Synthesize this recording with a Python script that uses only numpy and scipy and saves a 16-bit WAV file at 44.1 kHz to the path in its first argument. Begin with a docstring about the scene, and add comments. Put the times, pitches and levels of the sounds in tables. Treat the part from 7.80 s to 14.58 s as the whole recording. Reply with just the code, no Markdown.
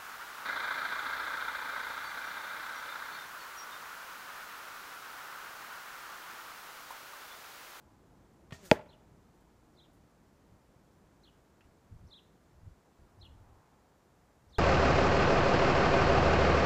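"""An arrow leaves a distant wooden bow, hisses towards a phone in dry grass and smacks into a foam deer.
String and limbs ring; the feathers hum, dropping in pitch as they pass. The point cracks through the skin,
the foam body thuds, and trunks and leaf litter throw the blow back. A small bird alternates two slurred
phrases. Twigs and grass tick; light air stirs the wood and nudges the microphone."""
import sys
import numpy as np
from scipy import signal
from scipy.fft import rfft, irfft
from scipy.io import wavfile
from scipy.ndimage import uniform_filter1d

SR = 44100
rng = np.random.default_rng(int(sys.argv[2]) if len(sys.argv) > 2 else 0)


def pcm_store(signal):
    """Save signal as 16-bit PCM."""
    levels = np.round(np.clip(np.atleast_2d(signal), -1, 1) * 32767)
    wavfile.write(sys.argv[1], SR, levels.astype(np.int16).T)


N = 299181
TIME_S = np.arange(N) / SR
STRING_S, CLEARS_BOW_S, PASSES_MIC_S, SKIN_S, THUD_S = .7235, .742, .858, .91331, .91388

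# Point tearing the skin, then biting the core. Each row: start in seconds, level in dB, t60 in seconds.
PUNCTURE_CLICKS = [(.9137, -23, .006), (.9157, -29, .012)]
# Target resonances. Each row: frequency in Hz, level in dB, t60 in seconds.
SKIN_MODES = [(1410, -15, .011), (1920, -14, .013), (2500, -11, 0.0098), (3420, -17, .012),
              (4750, -19.5, 0.01), (6490, -33, .009), (7080, -33, 0.011)]  # hard skin and shaft
FOAM_MODES = [(174, -5.5, .018), (284, -9, .021), (461.2, -5.5, .037), (496.3, -1, .016), (623, -7.5, .039),
              (845, -14.5, .045), (964, -17.5, .026)]
QUIVER_MODES = [(82, -39, .16), (401.5, -42, .28), (348, -29, 0.12)]  # legs and lodged arrow
# Noise spectra of the shot. Each row: frequency in Hz, relative density in dB.
TEAR_SPECTRUM = [(300, -10.5), (1500, 3), (3400, 2), (5500, -6), (7500, -10), (9000, -13.5), (15000, -13)]
RUB_SPECTRUM = [(300, -1), (700, 3.5), (1500, 2), (2300, -2), (4000, -11.5), (7500, -13), (9000, -18.5),
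                (15000, -19)]
RUSH_SPECTRUM = [(200, -11.5), (600, 3), (1500, 0), (2500, -1.5), (4000, -3), (7500, -2.5), (9000, -13.5),
                 (15000, -22)]
FEATHER_SPECTRUM = [(400, -12), (1400, 6), (2500, -1), (4500, 0.5), (7000, 3), (10000, -2), (15000, -4)]
BOW_SPECTRUM = [(100, 0), (400, 3), (900, -1), (2000, -1.5), (3500, -7), (5000, -16.5), (8000, -22),
                (15000, -33)]
LITTER_SPECTRUM = [(60, -8), (190, 1), (400, 1), (750, 2), (1100, 0), (1700, -5), (2500, -10), (4000, -20),
                   (8000, -32.5), (15000, -42)]
# String release, snap, shaft brushing past. Each row: start in seconds, level in dB, t60 in seconds.
BOW_CLICKS = [(.708, -51, .06), (.7228, -44.5, .045), (.7465, -52, .015)]
# Limbs and string. Each row: frequency in Hz, level in dB, t60 in seconds.
BOW_MODES = [(82.015, -47.5, .2), (140, -30.5, .033), (275, -49.5, .12), (398, -58.5, .3),
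             (669.06, -58, .25), (1850, -46, .12), (2300, -60, .1), (3400, -60, .12), (4640, -63.5, .1)]
# Near trunks. Each row: delay in seconds, gain in dB.
TRUNK_ECHOES = [(.036, -46), (.053, -42), (.064, -45), (.077, -41), (.097, -42), (.146, -52)]
# Reflection off bark and brush. Each row: frequency in Hz, relative gain in dB.
ECHO_SPECTRUM = [(60, -2), (200, 0.5), (450, -4), (720, 1), (860, -1), (1100, 7.5), (1400, -1),
                 (2500, -7.5), (4500, -10), (7000, -14), (15000, -20.5)]
# Bird calls. Each row: start in seconds, gain in dB.
FALLING_CALLS = [(1.084, -61.5), (3.43, -59.5), (5.407, -53.5)]
WAVY_CALLS = [(1.943, -61), (4.281, -52.5), (6.702, -54)]
# Their notes. Each row: rise and fall in seconds, opening and top pitch in Hz, relative level in dB.
FALLING_NOTES = [(.015, .012, 3650, 4330, -1), (.0095, .003, 3050, 4400, -8), (.0105, .005, 2650, 3550, 0),
                 (.006, .005, 2800, 3050, -4), (.005, .004, 2500, 2950, -12)]
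WAVY_NOTES = [(.015, .02, 2900, 5300, -15), (.016, .007, 3450, 4200, 1), (.03, .012, 3200, 4000, -5),
              (.006, .005, 3100, 3650, -5.5), (.008, .004, 2600, 3600, -9)]
# Undergrowth ticks. Each row: start in seconds, level in dB, t60 in seconds.
TWIG_CLICKS = [(3.808, -63, 0.064), (3.84, -73, .08)]
GRASS_CLICKS = [(.535, -78, .04), (1.54, -83, .25), (1.608, -75, .06), (2.13, -78, .3), (5.452, -78, .1)]
# Wind swells. Each row: centre in seconds, level in dB, Gaussian sigma in seconds.
MIC_PUFFS = [(2.725, -53.5, 0.018), (3.866, -57.5, 0.016), (4.137, -45.5, 0.018), (4.242, -49, 0.026),
             (4.764, -59.5, 0.0334), (4.872, -50.5, 0.033), (5.221, -58, 0.031), (5.405, -53, 0.031),
             (5.54, -55.5, 0.0447), (5.68, -59, 0.07), (6.675, -63, 0.08)]
TREETOP_GUSTS = [(.05, -77.5, 0.41), (1.8, -86, .3), (5.72, -73.5, 0.32)]
# Background spectra. Each row: frequency in Hz, relative density in dB.
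TWIG_SPECTRUM = [(600, -24.5), (1600, -5.5), (2200, -11), (2750, -1), (3600, -17.5), (8000, -27),
                 (15000, -38)]
GRASS_SPECTRUM = [(2000, -15), (6000, -4), (11000, 3), (15000, -4)]
BUFFET_SPECTRUM = [(20, -4.5), (40, -3.5), (80, 2), (130, -5.5), (200, -21), (400, -34), (1500, -74)]
WOOD_SPECTRUM = [(12, -43.5), (20, -12.5), (54, 1), (101, -2), (196, -2), (245, -5.5), (324, -5.5),
                 (565, -11.5), (705, -12), (811, -14.5), (906, -14.5), (1500, -19.5), (2760, -29),
                 (7730, -34), (15500, -39.5)]
TREETOP_SPECTRUM = [(200, -24.5), (550, -6.5), (900, 2.5), (1300, -8.5), (2200, -22.5), (6000, -41.5)]


def arrow_impact(rub_db=-36, rub_t60_s=.13, low_cut_hz=90):
    """The point cracks the skin, the body thuds and quivers, the shaft rubs to a halt."""
    crack = clicks(PUNCTURE_CLICKS, TEAR_SPECTRUM) - ring(SKIN_MODES, SKIN_S)
    thud = highpass(ring(FOAM_MODES, THUD_S), low_cut_hz)  # a small body radiates little bass
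    rub = amp(rub_db) * decay(THUD_S, rub_t60_s) * noise(RUB_SPECTRUM)
    return crack + thud - ring(QUIVER_MODES, THUD_S) + rub


def arrow_flight(hum_hz=186, doppler_share=.155, doppler_s=.055, flutter_db=1.0):
    """Air rushes along the shaft; the feathers hiss and hum, Doppler-shifted as they pass."""
    pitch_hz = hum_hz * (1 - doppler_share * np.tanh((TIME_S - PASSES_MIC_S) / doppler_s))
    phase_rad = 2 * np.pi * np.cumsum(pitch_hz) / SR
    launch = swell(CLEARS_BOW_S, rise_t60_s=.2, fall_t60_s=.16)
    passing = swell(PASSES_MIC_S, rise_t60_s=.125, fall_t60_s=.27)
    rush = (amp(-67) + amp(-59) * launch + amp(-72) * passing) * noise(RUSH_SPECTRUM)
    hiss = (amp(-67) * launch + amp(-54.5) * passing) * noise(FEATHER_SPECTRUM)
    flutter = amp(flutter_db * np.sin(phase_rad))
    airborne = gate(STRING_S, THUD_S, attack_s=.005, release_s=.001)
    return airborne * ((rush + hiss) * flutter + feather_hum(phase_rad))


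def feather_hum(phase_rad, level_db=-55.5, lead_s=.016):
    """Fluttering feathers: three harmonics, loudest just before the pass."""
    tone = np.sin(phase_rad) + amp(2) * np.sin(2 * phase_rad) + amp(-4) * np.sin(3 * phase_rad)
    return amp(level_db) * swell(PASSES_MIC_S - lead_s, rise_t60_s=.23, fall_t60_s=.31) * unit_rms(tone)


def bow():
    """The string snaps taut and leaves the limbs ringing."""
    return clicks(BOW_CLICKS, BOW_SPECTRUM) + ring(BOW_MODES, STRING_S)


def tree_echoes(shot):
    """Rough trunks return smeared echoes; brush and far trees scatter a thin tail."""
    trunks = sum(amp(db) * scatter(delay_s, t60_s=.045) for delay_s, db in TRUNK_ECHOES)
    brush = amp(-32) * scatter(.0046, t60_s=.13)
    far_trees = amp(-42) * scatter(.07, t60_s=.8)
    return signal.fftconvolve(shot, colour(trunks + brush + far_trees, ECHO_SPECTRUM))[:N]


def leaf_litter(level_db=-45, peak_s=.96, rise_s=.05, t60_s=.19):
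    """The forest floor scatters the blow back as a dull rustle."""
    rise = np.clip(1 + (TIME_S - peak_s) / rise_s, 0, 1)
    fall = amp(-60 * np.maximum(TIME_S - peak_s, 0) / t60_s)
    return amp(level_db) * rise * fall * noise(LITTER_SPECTRUM)


def bird(branch_db=-14, branch_s=.0087, crowns_db=-10.5, crowns_t60_s=.42):
    """Two phrases in turn, echoed by a near branch and the crowns."""
    song = np.zeros(N)
    for notes, calls in (FALLING_NOTES, FALLING_CALLS), (WAVY_NOTES, WAVY_CALLS):
        for start_s, db in calls:
            song += amp(db) * (phrase(notes, start_s) + lisp(start_s))
    branch = np.interp(TIME_S - branch_s, TIME_S, song)
    crowns = signal.fftconvolve(song, scatter(branch_s, crowns_t60_s))[:N]
    return song + amp(branch_db) * branch + amp(crowns_db) * crowns


def phrase(notes, start_s, slur_s=.003, dip_db=-2.5, closing_hz=3200, throat_hz=3600, half_band_hz=950):
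    """Slurred notes, each rising and falling; pitches outside the throat's band grow faint."""
    rise_s, fall_s, opening_hz, top_hz, note_db = np.transpose(notes)
    ends_s = start_s + np.cumsum(rise_s + fall_s)
    tops_s = ends_s - fall_s
    turns_s = np.append(np.column_stack([tops_s - rise_s, tops_s]), ends_s[-1])
    turns_hz = np.append(np.column_stack([opening_hz, top_hz]), closing_hz)
    pitch_hz = uniform_filter1d(np.interp(TIME_S, turns_s, turns_hz), int(slur_s * SR) + 1)
    between_notes = np.interp(TIME_S, turns_s, 1 - np.arange(len(turns_s)) % 2)
    throat = 1 / np.hypot(1, ((pitch_hz - throat_hz) / half_band_hz) ** 2)
    gain = amp(np.interp(TIME_S, tops_s, note_db) + dip_db * between_notes)
    voiced = gate(start_s, ends_s[-1], attack_s=.011, release_s=.004)
    return voiced * gain * throat * whistle(pitch_hz, waver_share=.018)


def lisp(phrase_s, lead_s=.018, length_s=.03, glide_hz=(4700, 6300), gain_db=-18.5):
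    """A rasping upward glide from the other side of the syrinx leads into a phrase."""
    start_s = phrase_s - lead_s
    end_s = start_s + length_s
    pitch_hz = np.interp(TIME_S, [start_s, end_s], glide_hz)
    envelope = gate(start_s, end_s, length_s / 2, length_s / 2)
    return amp(gain_db) * envelope * whistle(pitch_hz, waver_share=.08)


def whistle(pitch_hz, waver_share):
    """A gliding sine, made hoarse by fast pitch jitter."""
    jittered_hz = pitch_hz * (1 + waver_share * wander(rate_hz=900))
    return np.sin(2 * np.pi * np.cumsum(jittered_hz) / SR)


def undergrowth():
    """Dry twigs tick; grass stirs beside the microphone."""
    return clicks(TWIG_CLICKS, TWIG_SPECTRUM) + clicks(GRASS_CLICKS, GRASS_SPECTRUM)


def mic_buffets():
    """Eddies push softly on the microphone port."""
    return noise(BUFFET_SPECTRUM) * bumps(MIC_PUFFS)


def woodland_air(bed_db=-63.5, split_hz=400, rumble_db_per_s=-.9, treetops_db=-82, hiss_db=-87):
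    """Distant rumble eases off and gusts stir the treetops over a faint hiss."""
    bed = amp(bed_db) * noise(WOOD_SPECTRUM)
    lows = signal.sosfiltfilt(signal.butter(2, split_hz, fs=SR, output="sos"), bed)
    rumble = lows * amp(2.5 + rumble_db_per_s * TIME_S + wander(rate_hz=9))
    breeze = (amp(treetops_db) + bumps(TREETOP_GUSTS)) * amp(wander(rate_hz=4))
    treetops = breeze * noise(TREETOP_SPECTRUM)
    hiss = amp(hiss_db) * noise([(2500, -21), (5000, -5.5), (7700, -.5), (8300, -19.5), (15000, -26.5)])
    return bed - lows + rumble + treetops + hiss


def ring(modes, start_s):
    """Modes struck at once, alternating in sign."""
    phase_rad_per_hz = 2 * np.pi * (TIME_S - start_s)
    return sum((-1) ** k * amp(db) * decay(start_s, t60_s) * np.sin(hz * phase_rad_per_hz)
               for k, (hz, db, t60_s) in enumerate(modes))


def clicks(rows, spectrum):
    """Decaying noise bursts with one spectrum."""
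    envelope = sum(amp(db) * decay(start_s, t60_s) for start_s, db, t60_s in rows)
    return colour(rng.standard_normal(N) * envelope, spectrum)


def scatter(start_s, t60_s):
    """Dense fading reflections of unit energy."""
    return unit_rms(decay(start_s, t60_s) * rng.standard_normal(N)) / np.sqrt(N)


def noise(spectrum):
    """Coloured noise of rms 1."""
    return unit_rms(colour(rng.standard_normal(N), spectrum))


def colour(x, spectrum, fft_size=8192):
    """Minimum-phase filter; white noise keeps its power."""
    hz, db = np.transpose(spectrum)
    bins_hz = np.arange(fft_size // 2 + 1) * SR / fft_size
    gain = unit_rms(amp(np.interp(np.log(bins_hz + 1), np.log(hz), db)))
    cepstrum = irfft(np.log(gain))[:fft_size // 2]
    cepstrum[1:] *= 2
    response = irfft(np.exp(rfft(cepstrum, fft_size)))
    return signal.fftconvolve(x, response)[:N]


def highpass(x, cutoff_hz):
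    """Second-order bass cut."""
    return signal.sosfilt(signal.butter(2, cutoff_hz, "high", fs=SR, output="sos"), x)


def decay(start_s, t60_s):
    """Silence, then an exponential fall from 1."""
    return (TIME_S >= start_s) * amp(-60 * np.maximum(TIME_S - start_s, 0) / t60_s)


def swell(peak_s, rise_t60_s, fall_t60_s):
    """Exponential rise to 1 and fall."""
    return amp(-60 * np.maximum((peak_s - TIME_S) / rise_t60_s, (TIME_S - peak_s) / fall_t60_s))


def bumps(rows):
    """Sum of Gaussian swells."""
    return sum(amp(db) * np.exp(-.5 * ((TIME_S - peak_s) / sigma_s) ** 2) for peak_s, db, sigma_s in rows)


def gate(start_s, end_s, attack_s, release_s):
    """Linear attack, hold, release."""
    return np.clip(np.minimum((TIME_S - start_s) / attack_s, (end_s - TIME_S) / release_s), 0, 1)


def wander(rate_hz):
    """Random curve with a spread near 1."""
    knots = rng.standard_normal(16384)
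    return np.interp(TIME_S * rate_hz, np.arange(len(knots)), knots)


def amp(db):
    """Decibels to gain."""
    return 10 ** (np.asarray(db) / 20)


def unit_rms(x):
    """Scale to rms 1."""
    return x / np.sqrt(np.mean(x ** 2))


def scene():
    """The shot among the trees, with bird and breeze; mono."""
    shot = bow() + arrow_flight() + arrow_impact()
    ticks = undergrowth()
    mix = shot + tree_echoes(shot) + leaf_litter() + bird() + ticks + woodland_air() + mic_buffets()
    return mix[None]


def record(dry):
    """The phone thins the deepest bass and cuts the top."""
    low_cut_hz, high_cut_hz = 22, 15400
    lowpass = signal.ellip(10, .2, 70, high_cut_hz, fs=SR, output="sos")
    return signal.sosfilt(lowpass, highpass(dry, low_cut_hz))


dry = scene()
out = record(dry)
pcm_store(out)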